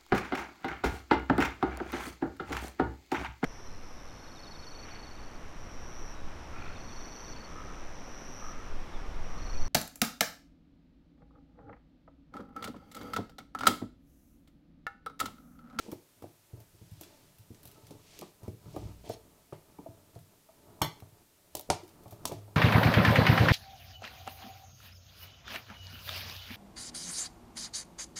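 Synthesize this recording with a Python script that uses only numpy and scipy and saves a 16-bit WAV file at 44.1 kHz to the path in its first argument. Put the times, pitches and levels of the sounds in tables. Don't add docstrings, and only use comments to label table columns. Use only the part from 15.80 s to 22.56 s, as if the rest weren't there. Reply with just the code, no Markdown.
import sys
import numpy as np
from scipy import signal
from scipy.fft import rfft, irfft
from scipy.io import wavfile

SR = 44100
rng = np.random.default_rng(int(sys.argv[2]) if len(sys.argv) > 2 else 0)


def to_linear_factor(level_db):
    exponent = np.asarray(level_db, float) / 20
    return 10 ** exponent


def dump_mix(stems):
    frames = np.atleast_2d(stems).T
    limited = np.clip(frames, -1, 1)
    pcm = np.round(limited * 32767).astype(np.int16)
    wavfile.write(sys.argv[1], SR, pcm)


N = 298108

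# (frequency [Hz], density [dB per Hz])
HISS_SPECTRUM = [(25, -34), (60, -19), (120, -15), (400, -14), (650, -12), (1100, -15), (1500, -14.5),
                 (5000, -15.5), (14800, -15), (16000, -24)]
HISS_LEVEL_DB = -68
# (middle [s], half length [s], level [dB])
GRIT_SWELLS = [(0.014, 0.069, -59.5), (0.122, 0.037, -72), (1.25, 0.26, -67), (1.884, 0.2, -82),
               (2.106, 0.32, -72.5), (2.373, 0.11, -60.5), (2.67, 0.036, -72), (3.002, 0.15, -63.5),
               (3.3, 0.06, -59), (5.797, 0.062, -65.5), (6.508, 0.07, -63.5)]
# (middle [s], half length [s], board groan [dB], strip creak [dB])
LEANS = [(.03, .12, -66, -60.5), (.45, 0.08, -68, -72), (.77, 0.083, -82, -69), (1.03, 0.17, -60, -78),
         (1.32, 0.14, -79, -65), (1.47, 0.089, -66, -78), (1.79, 0.15, -65, -96), (1.94, 0.23, -70, -65.5),
         (2.14, 0.084, -61, -67.5), (2.4, 0.14, -61.5, -64.5), (2.65, 0.032, -67, -56),
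         (2.88, 0.066, -53.5, -61), (2.99, 0.083, -49, -68), (3.07, 0.046, -67, -59),
         (3.2, 0.2, -54.5, -71), (3.46, 0.16, -79, -67.5), (3.9, 0.18, -68, -70.5), (4.15, 0.19, -63, -65),
         (4.37, 0.052, -56, -69), (4.53, 0.055, -68, -70.5), (4.92, 0.15, -85, -66), (5.08, 0.3, -68, -65),
         (5.27, 0.017, -70, -75), (5.4, 0.048, -68, -73.5), (5.74, 0.12, -72, -73.5),
         (5.92, 0.064, -56, -68), (6.22, 0.18, -62, -60.5), (6.48, 0.074, -51, -57), (6.68, 0.27, -60, -63)]
GROAN_REST_DB, CREAK_REST_DB = -71.5, -77.5
# (middle [s], half length [s], level [dB])
KNEE_SWELLS = [(.45, .05, -63), (.77, .04, -45), (1.92, .05, -73), (2.14, .06, -65), (2.39, .05, -70),
               (2.65, .05, -71), (3.1, 0.11, -57), (3.35, 0.11, -59), (5.03, 0.018, -31),
               (5.76, 0.043, -46), (5.91, 0.026, -33), (6.48, .04, -55)]
KNEE_REST_DB = -90

# (frequency [Hz], level [dB], t60 [s])
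BOARD_MODES = [(82, -34, 0.11), (98.5, -0.5, 0.2), (114.4, 0.7, 0.15), (128.7, -6, 0.09),
               (154.6, 2.5, 0.15), (176.6, -1, 0.11)]
STRIP_LOW_MODES = [(227.7, -13, 0.053), (295, -6.5, 0.14), (345.7, -2.1, 0.1), (407, -2.5, 0.07),
                   (441, -0.5, 0.056), (494, -11.5, 0.092)]
STRIP_HIGH_MODES = [(582, 0.5, 0.067), (635, -4, 0.11), (708, 1, 0.046), (805, -5, 0.069),
                    (875.7, -4.5, 0.08), (916, -1, 0.033), (985, -6, 0.082), (1132, -0.5, 0.035),
                    (1247, -1, 0.035)]
STRIP_TOP_MODES = [(1496, 0, 0.088), (1628, 3, 0.042), (2130, -18, 0.029), (2320, 16.5, 0.036)]
BAR_MODES = [(1580, -18, .02), (2060, -2, .022), (2250, -3, .022), (3230, -1, .025), (3470, -1, .025),
             (4150, -2, .022), (4400, -2, .022), (5450, -4, .022), (6450, -5, .02), (7470, -10, .016),
             (8700, -9, .014), (9730, -6, .014), (11750, -5, .014), (13300, -4, .014)]

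# (time [s], low modes [dB], high modes [dB], brightest frequency [Hz], ring time scale [1])
BLOWS = [(.063, -42.5, -53, 900, 1), (.083, -40.5, -48, 870, 0.9), (.119, -42, -44, 1025, 0.72),
         (.127, -31, -38.5, 570, 0.52), (.423, -39.5, -47, 890, 0.45), (.44, -37.5, -42, 550, 0.69),
         (1.21, -45, -47.5, 710, 0.84), (2.107, -41, -44.5, 650, 0.86), (2.419, -43.5, -37, 780, 0.68),
         (2.428, -43.5, -43, 1200, .8), (2.678, -36.5, -41.5, 690, 0.79), (2.941, -40, -45, 615, 1.7),
         (2.963, -31.5, -31, 589, 1.02), (3.24, -51, -49, 600, 2.5), (3.262, -46, -47, 705, 3.7),
         (3.297, -29, -28, 630, 0.8), (3.725, -36.5, -36, 635, 0.69), (3.986, -39, -41.5, 890, 0.93),
         (4.061, -42.5, -48, 640, 1), (4.689, -62, -50.5, 716, 0.74), (5.016, -28.5, -19, 857, 0.84),
         (5.045, -42.5, -29.5, 985, 0.96), (5.75, -39, -30.5, 750, 0.5), (5.901, -26, -17, 854, 0.57),
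         (5.928, -46, -33, 960, 0.6), (6.453, -36, -26, 916, 0.38), (6.494, -38, -42, 710, 1.1),
         (6.514, -35, -33.5, 697, 1.55)]
# (time [s], low modes [dB], high modes [dB], boards [dB])
NUDGES = [(.05, -50, -67, -66), (.733, -47, -62, -64), (0.771, -59, -56, -68), (.8, -64, -58, -69),
          (.942, -60, -69, -57), (1.013, -52.5, -66, -46.5), (1.261, -52.5, -67, -69),
          (1.704, -46, -62, -64), (1.852, -57, -52.5, -51), (1.954, -62, -61, -57), (1.976, -53, -55, -65),
          (2.146, -50, -64, -50), (2.388, -47, -62, -61), (2.63, -50, -51, -42.5), (2.73, -49.5, -63, -45),
          (2.856, -50, -65, -45), (3.027, -46, -51, -59), (4.087, -63, -64, -43), (4.359, -50, -49, -42),
          (4.883, -61, -77, -54), (5.222, -48, -46.5, -41.5), (5.324, -68, -65, -52),
          (5.768, -43, -49, -79), (5.795, -50.5, -41, -72), (5.89, -38, -46, -65), (6.03, -42, -68, -52),
          (6.258, -47.5, -42.5, -45), (6.322, -49, -44.5, -43), (6.678, -65, -53, -61)]
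NUDGE_STRIP_HZ, NUDGE_BOARDS_HZ, NUDGE_RING_SCALE = 657, 110, 1.1
# (time [s], peak level [dB], main frequency [Hz], ring time scale [1])
THUDS = [(.084, -45, 206, 0.85), (.122, -43, 121, 0.96), (.429, -46.5, 102, 1.9), (.733, -37.5, 115, 0.43),
         (.774, -48.5, 104, 1.2), (.81, -52, 105, 1), (1.117, -39.5, 105, 0.86), (1.175, -50, 100, 1.1),
         (1.214, -54, 104, 0.75), (1.592, -48.5, 107, 1.6), (1.704, -45.5, 111, 0.68),
         (1.704, -45.5, 213, 0.76), (2.034, -51, 100, 1.1), (2.098, -47.5, 156, 0.73),
         (2.413, -44, 198, 1.24), (2.68, -34.5, 102, 0.9), (2.68, -34, 202, .6), (2.86, -42, 129, 1.3),
         (2.933, -45, 136, .88), (2.962, -38, 89, 1), (3.025, -36, 109, 0.89), (3.052, -36, 102.5, 1),
         (3.093, -46, 95, 1.3), (3.289, -39.5, 102.3, 1.4), (3.725, -39, 130, 1), (3.986, -46, 167, 0.82),
         (4.423, -54, 95, 1.4), (5.014, -25.5, 129, 1.3), (5.044, -37, 131, 0.75), (5.751, -52, 124, 1.05),
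         (5.9, -28.5, 136.4, 1.1), (6.395, -49, 116, 1.2), (6.454, -49, 105, 0.55), (6.52, -36, 139, 1),
         (6.55, -47, 110, 1.5)]
# (time [s], level [dB], frequency [Hz], t60 [s])
SWINGS = [(.08, -44, 215, .1), (.121, -56, 2300, .04), (.44, -38, 700, .025), (1.02, -52, 220, .08),
          (1.96, -60, 1300, .15), (2.108, -48, 220, .09), (2.682, -58, 2250, .04), (4.085, -48, 280, .07),
          (2.975, -44, 58.7, 1.2), (4.061, -37.5, 663, 0.11), (4.36, -47.5, 674, 0.075),
          (5.017, -27, 1138, 0.09), (5.018, -42, 1290, 0.094), (5.902, -35.5, 1420, 0.074),
          (5.905, -46, 1640, 0.088), (5.901, -16, 789, 0.045), (6.545, -40, 104, 0.97)]
# (time [s], peak level [dB], low treble [dB], top [dB], splinter tail [dB])
SNAPS = [(.4224, -59, -2.5, 0, -2), (1.2103, -43, -11, 2, -7.5), (2.1077, -51, -21, -4, -6),
         (2.39, -37.5, -19, -3.5, -21), (2.412, -38.5, -9, -8, -26), (2.9616, -55, -3, 0, -2),
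         (3.2915, -52.5, -23, -3, 2.5), (3.7298, -62, 7, -9, -1.5), (5.018, -18, -10, -3, -41),
         (5.0457, -42, -20, 6, -12), (5.2023, -49, 3, -1, -26), (5.7515, -25, -13.5, -0.5, -23),
         (5.768, -38.5, -27, 0, -7.5), (5.7947, -37.5, -34, 5.5, -25), (5.81, -47, -27, 8, -16),
         (5.9012, -18, -9, -37, -14), (6.3077, -64, -14, 5, 7.5), (6.454, -18.5, -18, -5, -22.5),
         (6.4755, -39, -27, 0, -8)]
# (time [s], peak level [dB], top [dB])
TICKS = [(.1157, -47, 2.5), (.8024, -58, 3), (1.1134, -62, 5), (1.2338, -47.5, -7), (1.5843, -59.5, 3),
         (1.7458, -56.5, -6), (1.8312, -55.5, 5), (1.8538, -52.5, 7), (1.8737, -53, 5), (1.9144, -57, 4),
         (1.945, -61, -11), (2.068, -55, -1), (2.425, -54, -15), (2.6317, -57, -2), (2.68, -56, -2),
         (4.3523, -58, -10), (4.3894, -61, 3), (6.5197, -45, -3), (3.2552, -58, -5), (5.915, -42, -15),
         (5.945, -48, -15), (6.325, -56, 0), (6.583, -58, -10), (6.035, -57, -8), (6.078, -57, -3),
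         (6.09, -58, -3), (6.235, -62, 2), (6.28, -59, 2)]
TICK_LOW_DB, TICK_TAIL_DB = -5, -6
# (start [s], length [s], level [dB], brightest frequency [Hz])
DRAGS = [
    (3.25, .04, -66, 3500),
    (3.3, 0.051, -56.5, 5560),
    (3.317, .025, -62, 9800),
    (5.907, .05, -53.5, 5200),
    (6.452, 0.036, -50, 6550),
]
# (time [s], level [dB], t60 [s])
BAR_SLIP = (5.017, -52, 0.17)


def rms_one(x):
    return x / np.sqrt(np.mean(x ** 2) + 1e-20)


def band(x, low_hz, high_hz):
    sos = signal.butter(2, [low_hz, min(high_hz, .45 * SR)], "band", fs=SR, output="sos")
    return signal.sosfilt(sos, x)


def add(out, s, sound):
    i = int(s * SR)
    out[i:i + len(sound)] += sound[:N - i]


def swells(rows, column):
    t = np.arange(N) / SR
    return sum(to_linear_factor(row[column]) * np.exp(-((t - row[0]) / row[1]) ** 2) for row in rows)


def grains(per_s, spread_db):
    sizes = to_linear_factor(spread_db * np.minimum(rng.exponential(1, N), 4))
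    signs = rng.choice([-1, 1], N)
    return sizes * signs * (rng.random(N) < per_s / SR)


def ring(force, modes):
    out = 0
    for hz, db, t60 in modes:
        radius = to_linear_factor(-60 / (t60 * SR))
        angle = 2 * np.pi * hz / SR
        poles = [1, -2 * radius * np.cos(angle), radius * radius]
        out = out + signal.lfilter([0, to_linear_factor(db) * np.sin(angle)], poles, force + 1e-18)
    return out


def struck(modes, scale, luck, rise_s, centre_hz, focus_db, scatter_rad=1.58, detune=0.022, uneven_db=3.0):
    t = np.arange(int(.4 * SR)) / SR
    contact_mode = (centre_hz, 2.0, 0.77 * modes[2][2])
    hz, db, t60 = np.transpose([*modes, contact_mode])[:, :, None]
    pitch_luck, phase_luck, level_luck = luck[:3 * len(hz)].reshape(3, -1, 1)
    db = db + uneven_db * level_luck - focus_db * np.abs(np.log2(hz / centre_hz))
    waves = np.sin(2 * np.pi * hz * (1 + detune * pitch_luck) * t + scatter_rad * phase_luck)
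    decay = to_linear_factor(db - 60 * t / (t60 * np.clip(scale, .2, 5)))
    sound = (decay * waves).sum(0) * (1 - np.exp(-t / rise_s))
    return sound / np.abs(sound).max()


def hiss():
    hz, db = np.transpose(HISS_SPECTRUM)
    colour = to_linear_factor(np.interp(np.log(np.fft.rfftfreq(N, 1 / SR) + 1), np.log(hz), db))
    noise = irfft(rfft(rng.standard_normal(N)) * colour, N)
    return noise * to_linear_factor(HISS_LEVEL_DB) / np.std(band(noise, 1500, 15000))


def grit():
    crackle = band(grains(per_s=5000, spread_db=1.0), 1770, 7000)
    return swells(GRIT_SWELLS, column=2) * rms_one(crackle)


def strain():
    groan = rms_one(ring(grains(per_s=430, spread_db=2.5), BOARD_MODES))
    groan = groan * (to_linear_factor(GROAN_REST_DB) + swells(LEANS, column=2))
    slips = signal.lfilter([.1], [1, -.88], grains(per_s=600, spread_db=2.0))
    creak = rms_one(ring(slips, STRIP_LOW_MODES) + to_linear_factor(-1.0) * ring(slips, STRIP_HIGH_MODES))
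    creak = creak * (to_linear_factor(CREAK_REST_DB) + swells(LEANS, column=3))
    thump = rms_one(band(rng.standard_normal(N), 38, 72))
    thump = thump * (to_linear_factor(KNEE_REST_DB) + swells(KNEE_SWELLS, column=2))
    return groan * to_linear_factor(-6.0) + creak + thump * to_linear_factor(-17.5)


def room(x):
    t = np.arange(int(.6 * SR)) / SR
    tail = band(rng.standard_normal(len(t)), 158, 6000)
    tail = tail * to_linear_factor(-60 * t / 0.32) * (t > .006)
    return to_linear_factor(-15.5) * signal.fftconvolve(x, tail / np.sqrt(np.sum(tail ** 2)))[:N]


def knocks():
    out = np.zeros(N)
    rows = BLOWS + [(s, low, high, NUDGE_STRIP_HZ, NUDGE_RING_SCALE) for s, low, high, _ in NUDGES]
    for (s, low, high, hz, scale), luck in zip(rows, rng.standard_normal((len(rows), 3, 30))):
        body = struck(STRIP_LOW_MODES, scale, luck[0], rise_s=0.0028, centre_hz=368.7, focus_db=-15.5)
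        knock = struck(STRIP_HIGH_MODES, scale, luck[1], rise_s=0.0014, centre_hz=hz, focus_db=10.5)
        click = struck(STRIP_TOP_MODES, scale, luck[2], rise_s=0.00023, centre_hz=1850, focus_db=8.0)
        add(out, s, to_linear_factor(low) * body)
        add(out, s, to_linear_factor(high) * knock)
        add(out, s, to_linear_factor(high - 20.5) * click)
    return out


def thuds():
    out = np.zeros(N)
    rows = THUDS + [(s, db, NUDGE_BOARDS_HZ, NUDGE_RING_SCALE) for s, _, _, db in NUDGES]
    for (s, db, hz, scale), luck in zip(rows, rng.standard_normal((len(rows), 30))):
        thud = struck(BOARD_MODES, scale, luck, rise_s=0.0062, centre_hz=hz, focus_db=14.0, scatter_rad=0.22)
        add(out, s, to_linear_factor(db) * thud)
    return band(out, 46, 4000)


def swings():
    out, t = np.zeros(N), np.arange(SR) / SR
    for s, db, hz, t60 in SWINGS:
        rise = 1 - np.exp(-t * hz / 0.61)
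        note = np.sin(2 * np.pi * hz * t * (1 - 0.033 * t)) * rise
        add(out, s, to_linear_factor(db - 60 * t / t60) * note)
    return out


def cracks():
    out, t = np.zeros(N), np.arange(int(.25 * SR)) / SR
    rows = SNAPS + [(s, db, TICK_LOW_DB, top, TICK_TAIL_DB) for s, db, top in TICKS]
    rise, burst = 1 - np.exp(-t / 0.00019), np.exp(-t / 0.0022)
    for (s, db, low, top, tail), noise in zip(rows, rng.standard_normal((len(rows), len(t)))):
        # (level [dB], band edges [Hz], tail decay [s])
        bands = ((low - 5.0, (1250, 3000), .03), (-6.0, (3000, 6500), .026),
                 (-9.0, (6500, 10500), .024), (top - 4.0, (10500, 15500), .02))
        sound = 0
        for level_db, edges, tail_s in bands:
            noise = np.roll(noise, len(t) // 5)
            shape = rise * (burst + to_linear_factor(tail) * np.exp(-t / tail_s))
            sound = sound + to_linear_factor(level_db) * rms_one(band(noise, *edges)) * shape
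        add(out, s, to_linear_factor(db) * sound)
    return out


def drags():
    out, t = np.zeros(N), np.arange(int(.2 * SR)) / SR
    rough = grains(per_s=2500, spread_db=3.0)
    for s, length, db, hz in DRAGS:
        held = np.clip(np.minimum(t, length - t) / .004, 0, 1)
        modes = [(f, level - 23 * abs(np.log2(f / hz)), t60 / 2) for f, level, t60 in BAR_MODES]
        sound = ring(rough[int(s * SR):][:len(t)] * held, modes)
        add(out, s, to_linear_factor(db) * sound / np.std(sound[:int(length * SR)]))
    return out


def bar():
    s, db, t60 = BAR_SLIP
    t = np.arange(N) / SR - s
    chatter = rng.standard_normal(N) * to_linear_factor(db - 60 * np.maximum(t, 0) / t60) * (t > 0)
    return ring(chatter, BAR_MODES)


def scene():
    work = grit() + strain() + knocks() + thuds() + swings() + cracks() + drags() + bar()
    return (work + room(work) + hiss())[None]


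def low_pass(x):
    return signal.sosfilt(signal.butter(12, 16480, fs=SR, output="sos"), x)


def record(dry):
    cut = signal.sosfilt(signal.cheby2(10, 25, 16200, fs=SR, output="sos"), dry)
    return low_pass(cut)


dry = scene()
out = record(dry)
dump_mix(out)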